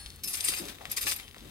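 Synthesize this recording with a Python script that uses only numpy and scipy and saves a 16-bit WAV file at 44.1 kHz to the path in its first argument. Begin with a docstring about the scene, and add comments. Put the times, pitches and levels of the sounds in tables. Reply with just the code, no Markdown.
"""A beach of loose pebbles: two footsteps close by, a little to the left, with loose metal (keys or a chain).
Each step is a run of short bursts of random collisions, filtered into crack and crunch, ringing bright modes.
Decaying sines add metal clinks, hollow notes and a thin ring; shaped noise ticks are knocking stones.
Noise thuds and low sine bumps are the foot; sparse ticks trickle over low rumble and faint hiss."""
import sys
import numpy as np
from scipy import signal
from scipy.fft import rfft, irfft
from scipy.io import wavfile
from scipy.ndimage import uniform_filter1d

SR = 44100
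rng = np.random.default_rng(int(sys.argv[2]) if len(sys.argv) > 2 else 0)


def master(y):
    """Save y as 16-bit WAV."""
    cut = np.clip(np.atleast_2d(y).T, -1, 1)
    pcm = np.round(cut * 32767)  # scale
    wavfile.write(sys.argv[1], SR, pcm.astype(np.int16))


N = 66150
T = np.arange(N) / SR


def amp(db):
    """Decibels to gain."""
    return 10 ** (np.asarray(db) / 20)


def unit(x):
    """Scales to rms 1."""
    return x / np.sqrt(np.mean(x ** 2) + 1e-20)


def read(points, hz):
    """Interpolates a spectrum table on a log-frequency axis."""
    f, value = np.transpose(points)
    return np.interp(np.log(hz + 1), np.log(np.abs(f) + 1), value)


def colour(x, db_at, size=4096):
    """Minimum-phase filter of unit energy with the given dB response, via the folded cepstrum."""
    db = np.maximum(db_at(np.fft.rfftfreq(size, 1 / SR)), -90)
    cepstrum = irfft(np.log(amp(db)))
    cepstrum[1:size // 2] *= 2
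    cepstrum[size // 2 + 1:] = 0
    taps = irfft(np.exp(rfft(cepstrum)))
    return signal.fftconvolve(x, taps / np.linalg.norm(taps))[:len(x)]


def shaped(x, points):
    """Colours a sound by a spectrum table."""
    return colour(x, lambda f: read(points, f))


def band(x, hz, octaves):
    """A broad resonance around hz."""
    def db_at(f):
        offset = np.log2((f + 1) / hz) / octaves
        return -20 * np.log10(1 + offset ** 2 / 2)
    return colour(x, db_at)


def random_signs(count):
    """Random polarity per sample."""
    return rng.choice([-1., 1.], count)


def hits(rate_per_s, spread_db):
    """Random collisions of uneven size, levelled towards a steady mean power."""
    size = amp(spread_db * np.minimum(rng.exponential(1, N), 4))
    x = size * random_signs(N) * (rng.random(N) < rate_per_s / SR)
    power = np.abs(uniform_filter1d(x ** 2, size=300))
    return x / np.sqrt(power + 0.0017)


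RING_RISE_S = 0.00044


def ring(start_s, hz, db, t60_s):
    """One partial: a sine of random phase, quick linear rise, exponential decay."""
    t = np.maximum(T - start_s, 0)
    level = amp(db - 60 * t / t60_s) * np.minimum(t / RING_RISE_S, 1)
    return level * np.sin(2 * np.pi * (hz * t + rng.random()))


# bursts of collisions: t/s, length/s, level/dB, relative crunch level/dB
BURSTS = [(0.2366, 0.0034, -34.5, -6.5), (0.273, 0.012, -34.5, -6.5), (0.296, 0.041, -43.5, -8),
          (0.33, 0.0054, -33.5, -24), (0.336, 0.015, -36, 1), (0.367, 0.022, -39.5, -2),
          (0.402, 0.0034, -35, -7), (0.423, 0.033, -45, 3), (0.4396, 0.0069, -32, -5),
          (0.451, 0.022, -35, -1.5), (0.475, 0.0046, -31, -9), (0.483, 0.0025, -26.5, -2),
          (0.497, 0.008, -41, 5.5), (0.516, 0.0096, -37, 2.5), (0.532, 0.017, -36.5, -2),
          (0.559, 0.03, -38, 1.5), (0.584, 0.0068, -38, 3), (0.605, 0.089, -49.5, -9),
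          (0.679, 0.021, -50, 11), (0.894, 0.022, -44.5, -3.5), (0.9115, 0.0051, -34.5, -3.5),
          (0.922, 0.0069, -53.5, 12), (.963, 0.0098, -30.5, -6.5), (0.97, 0.011, -35, 5),
          (1.008, 0.021, -33, -3.5), (1.033, 0.0064, -39.5, 2.5), (1.054, 0.033, -37.5, -2),
          (1.065, 0.017, -30, 1), (1.087, 0.015, -33, -4), (1.113, 0.011, -30.5, -2),
          (1.1607, 0.0027, -40.5, 0.5), (1.184, 0.015, -50, 9)]
# spectrum of the cracks: f/Hz, level/dB
CRACK_SPECTRUM = [(1410, -44.5), (2400, -5.5), (3220, -13.5), (4640, 0.5), (7060, -3.5), (9110, -1),
                  (14000, -5.5), (15100, -3.5), (16000, -30)]
# spectrum of the low crunch: f/Hz, level/dB
CRUNCH_SPECTRUM = [(150, -20), (450, -7), (750, -14), (1150, -3.5), (1500, -2), (2200, 4.5), (3200, .5),
                   (4400, 1), (6000, -6), (10000, -20)]
# ringing modes shared by all collisions: f/Hz, relative level/dB, t60/s
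MODES = [(2440, -11, .1), (2700, -13, .09), (4350, -9, .1), (4735, -7, .07), (5295, -8, .08),
         (6470, -8, .09), (7440, -7, .09), (8125, 0, .09), (8980, -1, .09), (9690, 0, .1), (10160, -3, .11),
         (10650, -5, .06), (11730, -3, .08), (12200, -8, .08), (13230, -10, .07)]
HITS_PER_S, SIZE_SPREAD_DB = 1900, 3
SWELL = .15  # share of a burst's length over which it builds up
RELEASE_S = 0.013
SETTLE_DB, SETTLE_S = -23, 0.016  # stones keep shifting after each burst
CLUSTER_DB, CLUSTER_S = 3, .0022  # short resonances of each stone cluster, dB re direct hit
STONE_SPREAD_OCT = .16  # each burst moves stones of a different size
CRACK_DB, CRUNCH_DB, RING_DB = -3.8, -7.5, -7


def burst_level(t, length_s):
    """Linear build-up, hold, then the louder of fast release and settling tail."""
    after = np.maximum(t - length_s, 0)
    release = np.exp(-after / RELEASE_S)
    settle = amp(SETTLE_DB) * np.exp(-after / SETTLE_S)
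    return np.minimum(t / (SWELL * length_s), 1) * np.maximum(release, settle)


def stone_cluster(count=512):
    """Impulse response of a stone cluster: direct hit plus decaying noise, unit energy."""
    cluster = rng.standard_normal(count) * np.exp(-T[:count] / CLUSTER_S)
    cluster *= amp(CLUSTER_DB) / np.linalg.norm(cluster)
    cluster[0] = 1
    return cluster / np.linalg.norm(cluster)


def mode_rings(drive, t):
    """Collisions of random polarity excite decaying sines."""
    rings = np.zeros(N)
    total = np.linalg.norm([amp(db) for _, db, _ in MODES])
    for hz, db, t60_s in MODES:
        mode = np.exp(-np.log(1000) * t / t60_s) * np.sin(2 * np.pi * hz * t)
        excitation = drive * random_signs(N)
        rings += amp(db) / total * signal.fftconvolve(excitation, mode / np.linalg.norm(mode))[:N]
    return rings


def bursts(size=8192):
    """Each burst of collisions cracks, crunches and sets the modes ringing."""
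    drive, crunch = np.zeros((2, N))
    collisions = hits(HITS_PER_S, SIZE_SPREAD_DB)
    t = T[:size]
    for start_s, length_s, db, crunch_db in BURSTS:
        first = round(start_s * SR)
        span = slice(first, first + size)
        blows = amp(db) * burst_level(t, length_s) * collisions[span]
        cluster = stone_cluster()
        drive[span] += signal.fftconvolve(blows, cluster)[:size]
        grind = signal.fftconvolve(blows * random_signs(size), cluster)[:size]
        stone = 2 ** (STONE_SPREAD_OCT * rng.uniform(-1, 1))
        crunch[span] += amp(crunch_db) * colour(grind, lambda f: read(CRUNCH_SPECTRUM, f * stone))
    crack = shaped(drive, CRACK_SPECTRUM)
    return amp(CRACK_DB) * crack + amp(CRUNCH_DB) * crunch + amp(RING_DB) * mode_rings(drive, t)


# clear metal clinks that stand out of the bursts: t/s, f/Hz, level/dB, t60/s
CLINKS = [(0.2362, 2584, -50.5, 0.23), (0.2379, 5305, -37, 0.18), (0.235, 6110, -39, 0.08),
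          (0.2368, 9680, -38, 0.21), (0.2355, 11680, -39, 0.83), (.275, 10220, -38, 0.53),
          (0.287, 8980, -44, 0.32), (.338, 9700, -31.5, 0.085), (.372, 8100, -36, 0.063),
          (0.404, 8900, -39, 0.38), (.4445, 8050, -24, 0.064), (0.4449, 8940, -28.5, 0.15),
          (0.444, 9930, -30, 0.088), (.486, 9870, -26.5, 0.13), (0.487, 10350, -30, 0.053),
          (.495, 8100, -37, 0.091), (.533, 2456, -34.5, 0.12), (0.546, 7440, -41.5, 0.13),
          (.915, 11440, -24, 0.034), (1.014, 11670, -31.5, 0.079), (1.07, 2695, -35, 0.12),
          (1.114, 10020, -30.5, 0.061), (1.219, 3096, -52, 0.23), (1.161, 11710, -32.5, 0.049),
          (1.162, 10060, -51.5, 0.6)]
# hollow notes of deeper stones under the second step: f/Hz, level/dB, t60/s
HOLLOW = [(557, -51, 0.23), (840, -44, 0.13), (1132, -40, 0.16), (1710, -36, 0.14)]
HOLLOW_AT_S = 1.07
# loose metal pieces (keys or a chain) keep touching and roughen the ringing note
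CHATTER, CHATTER_S = .7, .0025


def clinks():
    """Loose metal rings single notes, roughened by slow noise; deeper stones add a hollow knock."""
    keep = np.exp(-1 / (CHATTER_S * SR))
    out = sum(ring(HOLLOW_AT_S, *mode) for mode in HOLLOW)
    for clink in CLINKS:
        chatter = unit(signal.lfilter([1], [1, -keep], rng.standard_normal(N)))
        out += ring(*clink) * (1 + CHATTER * chatter)
    return out


# single stones knocking: t/s, peak level/dB before the ports, f/Hz
KNOCKS = [(.0612, -25, 3730), (.0675, -34, 3220), (.1035, -29, 4730), (.1612, -30.5, 11500),
          (0.2362, -24, 6070), (.3452, -20, 4500), (.3548, -16, 8000), (.4078, -15, 4900),
          (.4848, -12, 3900), (.5377, -19, 2300), (.6415, -33, 2660), (.6545, -25, 6800),
          (.6858, -24, 4970), (.7855, -35.5, 1880), (.810, -37, 850), (.8145, -34, 1240),
          (.8545, -20, 2140), (1.0395, -25, 3520), (1.0695, -25, 2100), (1.114, -14.5, 4500),
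          (1.121, -23.5, 1550), (1.125, -20, 7400), (1.163, -30, 9000), (1.199, -27, 2920),
          (1.2808, -32, 2980), (1.312, -36.5, 3100), (1.3455, -32.5, 1620), (1.3639, -37, 1420),
          (1.369, -37.5, 473), (1.3825, -33, 3900), (1.407, -35, 4070), (1.4535, -43, 2580)]
KNOCK_WIDTH_OCT = 0.57
KNOCK_S, KNOCK_TAIL_DB, KNOCK_TAIL_S = 0.00009, -25, 0.01
KNOCK_TOP_HZ = 11000  # rounded stones strike softly above this


def knocks(size=2048):
    """One stone strikes another: an impulse with a brief noise rattle, band-shaped."""
    out, t = np.zeros(N + size), T[:size]
    soften = signal.butter(1, KNOCK_TOP_HZ, fs=SR)
    for start_s, db, hz in KNOCKS:
        decay = np.exp(-t / KNOCK_S) + np.exp(-t / KNOCK_TAIL_S) / 2
        blow = amp(KNOCK_TAIL_DB) * decay * rng.standard_normal(size)
        blow[0] = 1
        tick = signal.lfilter(*soften, band(blow, hz, KNOCK_WIDTH_OCT))
        out[round(start_s * SR):][:size] += amp(db) * tick / np.abs(tick).max()
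    return out[:N]


# dull pushes of the foot into the bed: t/s, rise/s, decay/s, level/dB, centre f/Hz
THUDS = [(0.24, 0.025, 0.047, -54, 207), (0.511, 0.01, 0.033, -53, 305), (0.59, 0.027, 0.062, -42.5, 268),
         (.79, 0.03, 0.056, -50.5, 553), (0.873, 0.018, 0.016, -48, 89), (1.021, 0.017, 0.054, -49.5, 65),
         (1.039, 0.017, 0.033, -48.5, 270), (1.36, 0.1, 0.064, -51.5, 193)]
THUD_WIDTH_OCT = .9


def thuds():
    """The foot's weight shifts deeper stones: band noise, its envelope flattened, then swelled and decayed."""
    out = np.zeros(N)
    for start_s, rise_s, decay_s, db, hz in THUDS:
        t = np.maximum(T - start_s, 0)
        level = np.minimum(t / rise_s, 1) * np.exp(-np.maximum(t - rise_s, 0) / decay_s)
        rumble = band(rng.standard_normal(N), hz, THUD_WIDTH_OCT)
        even = np.cos(np.angle(signal.hilbert(rumble)))
        push = level * band(even, hz, THUD_WIDTH_OCT)
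        out += amp(db) * push * np.linalg.norm(level) / np.linalg.norm(push)
    return out


# soft bumps of heel and sole: t/s, f/Hz, level/dB before low-pass, t60/s
BUMPS = [(.056, 56, -41, .2), (.4915, 340, -35, .03), (.4955, 120, -41, .04), (.596, 335, -41, .09),
         (.637, 285, -41, .07), (.691, 205, -41, .07)]


def bumps():
    """Heel and sole land with short low sines, low-passed an octave above pitch."""
    out = np.zeros(N)
    for start_s, hz, db, t60_s in BUMPS:
        out += signal.lfilter(*signal.butter(2, 2 * hz, fs=SR), ring(start_s, hz, db, t60_s))
    return out


# thin ring hanging from earlier: f/Hz, level/dB, t60/s
HANGING = [(1652, -56, .45), (4344, -47, .85), (5303, -59, .7), (6772, -62, .45), (7574, -62, .4),
           (8376, -60, .8), (8866, -54, .32), (9065, -55, .6), (9905, -56, .55), (10178, -49.5, .6)]
DAMPED_S = 0.34


def hanging_ring():
    """Long partials die away until the first step damps them."""
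    damping = np.exp(-np.maximum(T - DAMPED_S, 0) / RELEASE_S)
    return sum(ring(0, *partial) for partial in HANGING) * damping


# course of the gravel trickle: t/s, level/dB
TRICKLE_LEVEL = [(0, -55), (.12, -59), (.22, -62.5), (.3, -52), (.6, -48), (.72, -50), (.78, -57.5),
                 (.88, -53.5), (1.15, -51.5), (1.25, -55.5), (1.32, -61.5), (1.5, -53.5)]
# spectrum of the trickle: f/Hz, level/dB
TRICKLE_SPECTRUM = [(290, -25.5), (500, -6), (954, -6), (1450, -4), (2160, -5), (3740, -4.5), (7000, -11.5),
                    (11000, -11.5), (15500, -16.5)]
TRICKLE_PER_S, TRICKLE_SPREAD_DB = 1700, 3.2
FLURRY_DB, FLURRY_S = 2, .012


def trickle():
    """Small stones tick on under and between the bursts, in uneven flurries."""
    ticks = shaped(hits(TRICKLE_PER_S, TRICKLE_SPREAD_DB), TRICKLE_SPECTRUM)
    flurry = unit(uniform_filter1d(rng.standard_normal(N), round(FLURRY_S * SR)))
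    level_db = np.interp(T, *np.transpose(TRICKLE_LEVEL))
    return amp(level_db) * unit(ticks * amp(FLURRY_DB * flurry))


# spectrum of the open air: f/Hz, level/dB
AIR_SPECTRUM = [(20, -18), (35, -5), (52, 4), (66, -8.5), (81, 4.5), (105, -7), (180, -10.5), (400, -15),
                (800, -32.5), (2000, -33), (5000, -38), (15000, -31)]
AIR_DB, AIR_APART, AIR_LEFT_DB = -54.5, 0.25, 4  # side share re mid; left minus right


def air():
    """Low outdoor rumble and faint hiss: shaped noise, mostly shared by both sides, stronger left."""
    mid, side = (unit(shaped(rng.standard_normal(N), AIR_SPECTRUM)) for _ in range(2))
    left = (mid + AIR_APART * side) * amp(AIR_LEFT_DB / 2)
    right = (mid - AIR_APART * side) * amp(-AIR_LEFT_DB / 2)
    return amp(AIR_DB) * np.array([left, right])


# level difference of the ports: f/Hz, left minus right/dB
LEFT_LEAD = [(60, 0), (87, -7), (130, 2), (180, -3), (260, 1.5), (380, 8), (550, 13), (790, 9.5), (1140, 8),
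             (1650, 2.5), (2380, 6), (3440, 11.5), (4970, 0.5), (7180, 11.5), (10400, 0.5), (15000, 8)]
# phase of the left port: f/Hz, left lead/rad
LEFT_PHASE = [(0, -0.5), (860, -1.3), (2410, -1.77), (3530, -2.5), (4310, -5.5), (5340, -5.5), (5940, -4),
              (6800, -9.5), (9130, -5.5), (12300, -6.5), (13000, 0), (14100, -3), (14400, -9.5),
              (16500, -7)]
SCATTER_DB, SCATTER_S = -9, 0.0034  # ground scatter, dB re direct sound


def ports(centre, spread, size=1024):
    """Two microphone ports with own colour, phase and ground scatter; spread stones reach them in antiphase."""
    count = N + 2 * size
    f = np.fft.rfftfreq(count, 1 / SR)
    scatter = rng.standard_normal((2, size)) * np.exp(-T[:size] / SCATTER_S)
    scatter *= amp(SCATTER_DB) / np.linalg.norm(scatter, axis=1, keepdims=True)
    lead = amp(read(LEFT_LEAD, f) / 2)
    phase = np.interp(f, *np.transpose(LEFT_PHASE))
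    direct = np.array([lead * np.exp(1j * phase), 1 / lead])
    response = direct * (1 + rfft(scatter, count))
    sides = np.array([centre + spread, centre - spread])
    return irfft(rfft(sides, count) * response, count)[:, :N]


APART = .64  # gain of the independent spread layer


def scene():
    """Steps, loose stones, clinking metal and the open air; bumps and air bypass the ports."""
    centre = bursts() + clinks() + knocks() + thuds() + trickle() + hanging_ring()
    spread = APART * (bursts() + trickle())  # fresh random collisions
    return ports(centre, spread) + bumps() + air()


CUT_HZ = 15900


def record(dry):
    """The recorder's band limit: a linear-phase low-pass."""
    taps = signal.firwin(511, CUT_HZ, window=("kaiser", 9), fs=SR)
    return signal.oaconvolve(dry, taps[None], "same")


dry = scene()
out = record(dry)
master(out)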